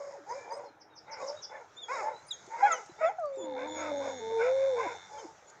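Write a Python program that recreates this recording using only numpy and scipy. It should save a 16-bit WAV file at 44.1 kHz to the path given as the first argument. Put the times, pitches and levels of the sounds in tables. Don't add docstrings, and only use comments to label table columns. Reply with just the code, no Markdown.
import sys
import numpy as np
from scipy import signal
from scipy.io import wavfile
from scipy.ndimage import uniform_filter1d

SR = 44100
rng = np.random.default_rng(int(sys.argv[2]) if len(sys.argv) > 2 else 0)


def level_to_linear(level):
    exponent = np.asarray(level, float) / 20
    return 10 ** exponent


def bounce(signal):
    frames = np.transpose(np.atleast_2d(signal))
    limited = np.clip(frames, -1, 1)
    pcm = np.round(limited * 32767).astype(np.int16)
    wavfile.write(sys.argv[1], SR, pcm)


N = 246959

# [pitch_hz, relative_db]
VOICE_OVERTONES = [(800, 13.5), (1700, -10), (2400, -8), (2900, -37), (3500, -39.5), (4500, -41.5),
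                   (5100, -31.5), (6500, -39.5), (8300, -35.5), (9500, -50)]


def evened(x):
    return x / np.sqrt(np.mean(x ** 2) + 1e-20)


def add(mix, start_s, sound):
    part = mix[max(round(start_s * SR), 0):][:len(sound)]
    part += sound[:len(part)]


def curves(rows):
    s, *columns = np.transpose(rows)
    t = np.arange(s[0], s[-1], 1 / SR)
    return s[0], [np.interp(t, s, column) for column in columns]


def held(rows):
    s, *columns = np.transpose(rows)
    t = np.arange(s[0], s[-1], .005)
    return t, *[np.interp(t, s, column) for column in columns]


def along(points, hz):
    return np.interp(hz, *np.transpose(points))


def wobble(size, hz):
    settle = 2000
    noise = rng.standard_normal(size + settle)
    return evened(signal.lfilter(*signal.butter(2, hz, fs=SR), noise)[settle:])


def fade(size, s):
    return signal.windows.tukey(size, min(2 * s * SR / size, 1))


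def resonate(x, modes):
    out = np.zeros(len(x))
    for k, (hz, width_hz, db) in enumerate(modes):
        b, a = signal.iirpeak(hz, hz / width_hz, SR)
        ring = signal.lfilter(b, a, signal.lfilter(b, a, x))
        out += (-1) ** k * level_to_linear(db) * evened(ring)
    return out


def tone(rows, jitter, shimmer_db, upper=None, from_first_db=-19, from_second_db=0, growth=.45):
    start_s, (hz, *levels_db) = curves(rows)
    if upper:
        f, colour_db = np.transpose(upper)
        strain_db = np.maximum(levels_db[0] + from_first_db, levels_db[1] + from_second_db)
        strain_db += growth * (strain_db + 34)
        levels_db += [strain_db + np.interp(k * hz, f, colour_db, right=-99) for k in range(3, 10)]
    hz = uniform_filter1d(hz, size=400, mode="nearest")
    turns = np.cumsum(hz * (1 + jitter * wobble(len(hz), 50))) / SR
    wave = np.zeros(len(hz))
    for k, db in enumerate(levels_db, start=1):
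        shimmer = shimmer_db * wobble(len(hz), 65)
        wave += level_to_linear(db + shimmer) * np.sin(2 * np.pi * k * turns)
    return start_s, np.sqrt(2) * wave * fade(len(hz), .006)


def call(peak_s, length_s, hz, glide_hz, db, shape):
    peak, start_db, end_db, ease, sag, weak_db = shape
    d = np.linspace(-peak, 1 - peak, 24)
    away = np.where(d < 0, -d / peak, d / (1 - peak))
    bend = d - ease * d ** 2
    pitch = hz * (1 - sag * away ** 2) + glide_hz * bend / (bend[-1] - bend[0])
    roundness = 1.39
    lead_db = db + np.where(d < 0, start_db, end_db) * away ** roundness
    return peak_s + d * length_s, pitch, lead_db, lead_db + weak_db + 0.17 * (db + 43.5)


def fundamental_led(row, shape):
    return np.transpose(call(*row, shape))


def octave_led(row, shape):
    t, hz, lead_db, weak_db = call(*row, shape)
    return np.transpose([t, hz, weak_db, lead_db])


def shared(rows):
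    t, hz, db, share = held(rows)
    share = np.clip(share, .003, .997)
    return np.transpose([t, hz, db + 20 * np.log10(1 - share), db + 20 * np.log10(share)])


def bark(peak_s, length_s, effort_db, bright_db, hiss_db):
    # [pitch_hz, width_hz, level_db]
    throat = [(560, 740, -1.5), (801, 355, 3.5)]
    # [width_hz, level_db]
    mouth_modes = [(320, -7), (380, -6)]
    # [first_hz, second_hz]
    muzzles = [(1400, 2117), (1470, 2227)]
    # [pitch_hz, width_hz, level_db]
    teeth = [(3820, 1300, -11), (5226, 900, 4), (6730, 860, 4), (8240, 1500, -20.5)]
    peak = .36
    u = np.linspace(0, 1, round(length_s * SR))
    push = np.sin(np.pi / 2 * np.interp(u, [0, peak, 1], [0, 1, 0]))
    turns = np.cumsum((380 + 170 * push) * (1 + 0.084 * wobble(len(u), 120))) / SR
    folds = sum(np.cos(2 * np.pi * k * turns) for k in range(1, 9))
    puffs = (0.2 + np.exp(-(turns % 1) / 0.14)) * rng.standard_normal(len(u))
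    rough = .5
    drive = (1 - rough) * evened(folds) + rough * evened(puffs)
    drive *= level_to_linear(1.5 * wobble(len(u), 50))
    centres_hz = muzzles[peak_s > 3.3]
    modes = [(hz, *rest) for hz, rest in zip(centres_hz, mouth_modes)]
    mouth = resonate(drive, modes) * push
    voice = resonate(drive, throat) + level_to_linear(bright_db) * mouth + level_to_linear(hiss_db) * resonate(puffs, teeth)
    start_s = peak_s - peak * length_s
    skip = max(round(-start_s * SR), 0)
    return start_s, (level_to_linear(effort_db) * voice * push ** 0.93)[skip:]


def barks():
    # [peak_s, length_s, effort_db, mouth_brightness_db, breath_hiss_db]
    rows = [(0.045, 0.27, -52.5, -7, -17), (.337, 0.22, -49.5, -4.5, -17), (.535, .26, -46, -11, -28),
            (1.127, .22, -55, 6.5, -46), (1.228, .17, -44.5, -10, -20), (1.547, .17, -50, 0, -30.5),
            (1.952, 0.23, -45, 3.5, -15), (2.051, 0.22, -46, -1.5, -30), (2.57, 0.28, -54, 7.5, -40),
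            (2.662, 0.3, -43.5, 5.5, -22), (3.037, .17, -46.5, 8.5, -25.5),
            (3.433, 0.19, -50.5, -21.5, -46), (3.61, 0.17, -42.5, -1, -32.5), (3.811, .24, -44.5, 3, -21.5),
            (4.053, 0.18, -42, -5.5, -24.5), (4.314, 0.082, -50.5, -6.5, -37), (4.43, 0.19, -43, 6, -22.5),
            (4.615, 0.21, -47, -1, -27.5), (4.828, .26, -41.5, 2, -26), (5.174, 0.25, -53, -5, -14)]
    for row in rows:
        yield bark(*row)


def yips():
    # [peak_s, length_s, pitch_hz, glide_hz, level_db]
    rows = [(.31, 0.082, 940, 276, -35.5), (0.52, .06, 922, 89, -38.5), (0.536, 0.035, 466, 70, -41.5),
            (.59, .09, 574, 20.5, -42.5), (0.662, .09, 560, -14, -53.5), (1.122, .11, 892, 38, -45.5),
            (1.218, 0.055, 1126, -150, -45), (1.293, 0.19, 569.3, 124.5, -39),
            (1.301, 0.12, 900, -24, -51.5), (1.53, 0.15, 864, 0, -48.5), (1.56, 0.06, 1733, -38.5, -49.5),
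            (1.639, 0.15, 890, -5, -59.5), (2.07, 0.13, 875, 58, -33), (2.065, 0.18, 601.6, -23.5, -40),
            (2.546, .1, 919, 47, -36), (2.607, 0.048, 986, 56, -37), (4.486, 0.094, 686, 43, -39),
            (4.802, .065, 1022, -3, -34.5), (4.876, .065, 985, 2, -36), (5.15, 0.13, 870, 26, -45),
            (5.28, 0.15, 883, 16, -57.5)]
    shape = (.45, -17, -19, .7, .025, -22)
    for row in rows:
        yield tone(fundamental_led(row, shape), jitter=.012, shimmer_db=3.0, upper=VOICE_OVERTONES)


def yelps():
    # [peak_s, length_s, pitch_hz, glide_hz, level_db]
    rows = [(2.678, 0.049, 733, -29.5, -31.5), (2.719, 0.069, 672, -39, -30), (3.838, .15, 659, -73.5, -44),
            (4.41, 0.045, 750, 21, -40), (4.451, .11, 668, -33.5, -43.5)]
    shape = (.42, -11, -13, .4, .03, -12)
    for row in rows:
        yield tone(octave_led(row, shape), jitter=.014, shimmer_db=3.0, upper=VOICE_OVERTONES)


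def cries():
    # [time_s, pitch_hz, effort_db, octave_share (0-1)]
    tables = [
        [(0.0, 567.8, -39, 0.21), (0.1, 566.5, -45.5, 0), (0.115, 583, -71, .1), (0.13, 560, -44, 0.07),
         (0.18, 560, -55.5, 0), (0.25, 580, -61, .03)],
        [(0.115, 1128, -67, 0.7), (.15, 855, -50, .02), (.185, 430, -53.5, 0), (.21, 292, -58, 0.04),
         (.25, 295, -66, 0.1)],
        [(.305, 403, -47, 0.1), (.335, 494.5, -44.5, 0.14), (.36, 556, -40, 0), (.39, 565, -44, 0),
         (.43, 370, -61, 0)],
        [(1.88, 441.7, -42, .9), (1.92, 539, -34, 0.74), (1.945, 564, -36.5, 0.85), (1.97, 468, -38, 0.64),
         (2.0, 438, -36.5, .75), (2.035, 353, -43, 0.58)],
        [(2.618, 777, -36, .2), (2.632, 804, -19, 0.1), (2.65, 816, -17.5, 0.13), (2.675, 841, -23, 0.24),
         (2.695, 796, -56, 0.3)],
        [(3.005, 672, -39.5, .17), (3.02, 633.6, -28, 0.2), (3.05, 641, -20.5, 0.28), (3.08, 684, -27.5, 0.25),
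         (3.1, 823, -30.5, 0), (3.125, 886, -47.5, .03)],
        [(5.17, 456.5, -48.5, 0.78), (5.23, 447, -49.5, 0.4), (5.255, 322, -42, 0.03), (5.27, 297, -62, 0.03),
         (5.29, 304, -72, 0.4)],
    ]
    for rows in tables:
        yield tone(shared(rows), jitter=.008, shimmer_db=1.8, upper=VOICE_OVERTONES)


def high_howls():
    # [time_s, pitch_hz, effort_db]
    tables = [
        [(3.177, 776, -69), (3.187, 745, -33), (3.21, 664.5, -35.5), (3.25, 597.5, -33), (3.29, 560.6, -39),
         (3.35, 534, -39), (3.45, 525, -40), (3.6, 505, -41), (3.7, 503, -45), (3.8, 521, -53)],
        [(4.2, 449.4, -42), (4.25, 445.3, -36.5), (4.33, 452, -32.5), (4.41, 453, -27), (4.47, 509, -27),
         (4.56, 535.2, -26.5), (4.68, 542.4, -27), (4.72, 519.2, -29), (4.76, 477, -31.5), (4.82, 456.3, -36.5),
         (4.85, 393, -45), (4.87, 317, -40), (4.885, 272.7, -64)],
    ]
    # [octave_hz, relative_db]
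    octave = [(600, 0), (790, 6.5), (895, -8.5), (960, -20), (1070, -34), (1125, -15.5), (1195, -4),
              (1330, -20.5), (1500, -18.5)]
    for rows in tables:
        t, hz, db = held(rows)
        octave_db = db + along(octave, 2 * hz)
        yield tone(np.transpose([t, hz, db, octave_db]), jitter=0.002, shimmer_db=0.4)


def low_howl():
    # [time_s, pitch_hz, effort_db, mouth_opening (0-1)]
    rows = [(3.37, 437, -44, 0.06), (3.434, 324, -46, 0.1), (3.556, 268.3, -52, 0.46),
            (3.696, 313.2, -46, 0.33), (3.88, 306.1, -44.5, 0.67), (3.942, 284.5, -47.5, 0.99),
            (4.132, 270.5, -53, 0.79), (4.24, 218.5, -60.5, 0.99), (4.33, 231.4, -55, 0.96)]
    # [third_harmonic_hz, relative_db]
    third = [(660, 1.5), (810, 3), (930, -2.5), (1000, -16), (1325, -34)]
    shut_db, open_db = -22.5, 15
    t, hz, db, mouth = held(rows)
    octave_db = db + shut_db + (open_db - shut_db) * mouth
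    third_db = db + along(third, 3 * hz)
    yield tone(np.transpose([t, hz, db, octave_db, third_db]), jitter=0.014, shimmer_db=2.6)


def whistles():
    # [peak_s, length_s, pitch_hz, glide_hz, level_db]
    rows = [(1.948, 0.064, 3810, -100, -55), (2.166, 0.12, 3950, 342, -61.5), (2.293, 0.04, 4945, 90, -51),
            (5.19, 0.064, 3170, -350, -62.5)]
    shape = (.4, -14, -16, .6, .005, -18)
    for row in rows:
        yield tone(fundamental_led(row, shape), jitter=0.0047, shimmer_db=4.5)


def whines():
    # [time_s, pitch_hz, effort_db, octave_share (0-1)]
    tables = [
        [(1.755, 3300, -76, 0.8), (1.77, 3500, -52.5, 0.35), (1.787, 3620, -42.5, 0), (1.81, 3670, -54, 0),
         (1.835, 3406, -40.5, 0.31), (1.86, 3305, -50, 0.22), (1.9, 3270, -68, .4)],
        [(2.304, 4050, -47, 0), (2.312, 3914, -33.5, .2), (2.325, 3410, -38, 0.2), (2.345, 3260, -45.5, 0.9),
         (2.38, 3230, -66, .4)],
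        [(2.71, 4090, -64.5, .6), (2.718, 3668, -39, 0.7), (2.727, 3250, -28, 0.97), (2.745, 3117, -42, .83),
         (2.765, 2970, -47, 0.4), (2.795, 2880, -58, .7)],
        [(2.96, 3497, -73.5, .1), (3.0, 3700, -65.5, 0.2), (3.05, 3620, -63, .5), (3.08, 3430, -48.5, .39),
         (3.105, 3050, -63.5, .7)],
        [(3.325, 3500, -66, 0.4), (3.36, 3740, -67.5, 0.44), (3.39, 3526, -50.5, 0.82),
         (3.43, 3466, -50.5, .46), (3.46, 3500, -53.5, .57), (3.475, 3410, -64, .8)],
        [(3.67, 3366, -58.5, 0.9), (3.72, 3521, -48.5, .45), (3.76, 3400, -46.5, .76), (3.8, 3320, -45.5, 0.98),
         (3.84, 3380, -55, 0.6)],
    ]
    # [pitch_hz, relative_db]
    nose = [(9000, -26), (10500, -27), (11500, -35), (14500, -38), (16000, -22)]
    for rows in tables:
        yield tone(shared(rows), jitter=0.003, shimmer_db=2.0, upper=nose,
                   from_first_db=-4, from_second_db=-5, growth=.35)


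def shrills():
    # [peak_s, length_s, pitch_hz, glide_hz, level_db]
    rows = [(4.11, 0.16, 3350, -37.5, -56), (4.183, 0.078, 3330, 60, -54), (5.193, 0.049, 3210, -300, -55),
            (5.488, 0.063, 3440, -23, -59.5)]
    shape = (.4, -10, -10, .6, .005, -14)
    for row in rows:
        yield tone(octave_led(row, shape), jitter=0.0033, shimmer_db=2.0)


def peeps():
    # [start_s, length_s, start_hz, end_hz, level_db]
    rows = [(0.289, 0.064, 4840, 5060, -57.5), (.29, 0.051, 6220, 6230, -59),
            (0.343, 0.17, 2327, 2364, -60), (0.344, 0.13, 1730, 1710, -61),
            (0.502, 0.072, 4760, 5210, -53.5), (0.516, 0.042, 6130, 6250, -56),
            (0.517, 0.075, 8200, 8100, -68), (1.181, .045, 2150, 2590, -53.5),
            (2.265, 0.039, 9250, 8850, -60.5), (2.632, 0.061, 3240, 3300, -56),
            (2.633, 0.04, 4010, 4160, -60), (0.196, 1.26, 304.4, 316, -72.5),
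            (1.409, 0.18, 3450, 3520, -69.5), (3.235, 0.08, 4560, 4590, -71.5),
            (5.085, 0.19, 3480, 3560, -71), (0.642, 0.088, 4330, 4060, -69.5),
            (0.899, 0.075, 3820, 3600, -74), (1.066, 0.032, 3800, 3680, -67),
            (1.217, 0.052, 3800, 3680, -67.5), (1.363, 0.062, 3770, 3850, -58),
            (2.894, 0.052, 3980, 3950, -68), (3.915, 0.14, 6560, 6700, -61)]
    for start_s, length_s, start_hz, end_hz, db in rows:
        middle = (start_s + length_s / 2, (start_hz + end_hz) / 2, db)
        swell = [(start_s, start_hz, db - 3), middle, (start_s + length_s, end_hz, db - 10.0)]
        yield tone(swell, jitter=0.005, shimmer_db=4.5)


def groan():
    # [time_s, pulse_rate_hz, effort_db]
    rows = [(3.43, 77.9, -60.5), (3.546, 71, -54), (3.696, 79.4, -50.5), (3.85, 90.7, -48.5),
            (4.224, 95.2, -49.5), (4.818, 93.5, -49.5), (4.996, 89.1, -51.5), (5.052, 95, -52.5),
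            (5.11, 120, -62)]
    # [pitch_hz, width_hz, level_db]
    tract = [(201, 31, -21), (1640, 390, -11), (2150, 167, -10), (3584, 180, -6), (4110, 500, -18.5),
             (5560, 200, -19.5)]
    start_s, (hz, ring_db) = curves(rows)
    hum_db = -67 + 2.5 * (ring_db + 50.5)
    turns = np.cumsum(hz * (1 + 0.0018 * wobble(len(hz), 37))) / SR
    pulses = sum(np.cos(2 * np.pi * k * turns) for k in range(2, 70))
    breath = 0.19 * np.exp(-(turns % 1) / 0.33) * rng.standard_normal(len(hz))
    rings = level_to_linear(ring_db) * resonate(evened(pulses) + breath, tract)
    hum = np.sqrt(2) * level_to_linear(hum_db) * np.sin(2 * np.pi * turns)
    return start_s, (hum + rings) * fade(len(hz), 0.019)


def chirp(s, db):
    length_s, stroke_s = .036, 0.0076
    out = np.zeros(round((length_s + 3 * stroke_s) * SR))
    t = np.arange(0, 2.04 * stroke_s, 1 / SR)
    for start_s in np.arange(0, length_s, stroke_s):
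        sink = np.exp(-start_s / 0.0162)
        low_hz, top_hz = 3950 + 1700 * sink, 5900 + 750 * sink
        hz = low_hz + (top_hz - low_hz) * t / t[-1]
        swell = min(0.31 + start_s / 0.02, 1) * level_to_linear(2.0 * rng.standard_normal())
        turns = np.cumsum(hz) / SR + rng.random()
        add(out, start_s, swell * np.hanning(len(t)) * np.sin(2 * np.pi * turns))
    return s - .012, level_to_linear(db) * out


def chirps():
    # [time_s, level_db]
    rows = [(0.644, -63), (0.808, -55.5), (0.9636, -49), (1.1178, -43.5), (1.275, -39.5), (1.4284, -39)]
    for row in rows:
        yield chirp(*row)


def ticks():
    # [start_s, level_db]
    rows = [(2.465, -50), (2.861, -47), (3.197, -53.5), (3.257, -53), (3.3593, -54), (5.4994, -46)]
    t = np.arange(400) / SR
    band = signal.butter(5, [4000, 8000], "band", fs=SR, output="sos")
    for start_s, db in rows:
        snap = signal.sosfilt(band, rng.standard_normal(400))
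        yield start_s, level_to_linear(db - 6.5 - 60 * t / 0.025) * evened(snap)


def bumps():
    # [start_s, level_db, pitch_hz]
    rows = [(2.476, -56, 370), (2.894, -53, 350), (2.916, -61, 142), (3.1, -84, 304)]
    t = np.arange(2000) / SR
    for start_s, db, hz in rows:
        onset = np.minimum(t / .003, 1)
        yield start_s, level_to_linear(db + 13.0 - 60 * t / 0.056) * np.sin(2 * np.pi * hz * t) * onset


def slopes(x, t60_s, first_s):
    taps = np.zeros(SR)
    at = np.arange(round(first_s * SR), SR - 22, 22)
    decay = level_to_linear(-60 * at / SR / t60_s)
    taps[at + rng.integers(0, 22, len(at))] = rng.choice([-1., 1.], len(at)) * decay
    return signal.fftconvolve(x, taps / np.linalg.norm(taps))[:N]


def air():
    # [pitch_hz, relative_db]
    spectrum = [(15, -67.5), (25, -46), (107, -10), (248, -21.5), (461, -9.5), (659, -12), (878, -7),
                (1040, -14.5), (1380, -11), (2300, -21), (2600, -26.5), (3000, -28.5), (3590, -25.5),
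                (4560, -29), (6520, -21), (7300, -28.5), (8200, -44), (9790, -60), (16600, -120)]
    # [time_s, level_db]
    swell_rows = [(0.0, -71.5), (0.41, -66), (0.87, -79.5), (1.32, -61.5), (1.541, -69.5), (2.0, -67.5),
                  (2.76, -59.5), (3.15, -70.5), (3.45, -69.5), (3.96, -62), (4.901, -60), (5.3, -65.5),
                  (5.6, -67)]
    frames, hz = N // 256 + 5, np.fft.rfftfreq(1024, 1 / SR)
    a, b, patches = rng.standard_normal((frames, 513, 3)).T
    patches = uniform_filter1d(patches, 10, 0)
    patchy_db = 2.2 * evened(uniform_filter1d(patches, 12, 1))
    f, level_db = np.transpose(spectrum)
    colour_db = np.interp(np.log(hz + 1), np.log(f + 1), level_db)[:, None]
    s, swell_db = np.transpose(swell_rows)
    swell = np.interp(np.arange(frames) * 256 / SR, s, swell_db - swell_db.mean())
    treble = np.clip(hz / 4500, 0, 1.6)[:, None]
    z = (a + 1j * b) * level_to_linear(colour_db + patchy_db + treble * swell)
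    noise = signal.istft(z, nperseg=1024, noverlap=768)[1][:N]
    return level_to_linear(-57.5) * evened(noise)


def scene():
    dogs, bird, near = np.zeros((3, N))
    layers = [(dogs, source) for source in (barks, yips, yelps, cries, high_howls, low_howl,
                                            whistles, whines, shrills, peeps)]
    layers += [(bird, chirps), (near, ticks), (near, bumps)]
    for mix, source in layers:
        for start_s, sound in source():
            add(mix, start_s, sound)
    add(dogs, *groan())
    echo = level_to_linear(-19) * slopes(dogs, t60_s=.5, first_s=.015) + level_to_linear(-7) * slopes(bird, t60_s=.2, first_s=.004)
    return (dogs + bird + near + echo + air())[None]


def band_limit(x):
    return signal.sosfilt(signal.butter(12, 15720, fs=SR, output="sos"), x)


def record(dry):
    thin = signal.lfilter(*signal.butter(2, 60, "high", fs=SR), dry)
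    hiss = level_to_linear(-89.0) * rng.standard_normal(dry.shape)
    return band_limit(thin + hiss)


dry = scene()
out = record(dry)
bounce(out)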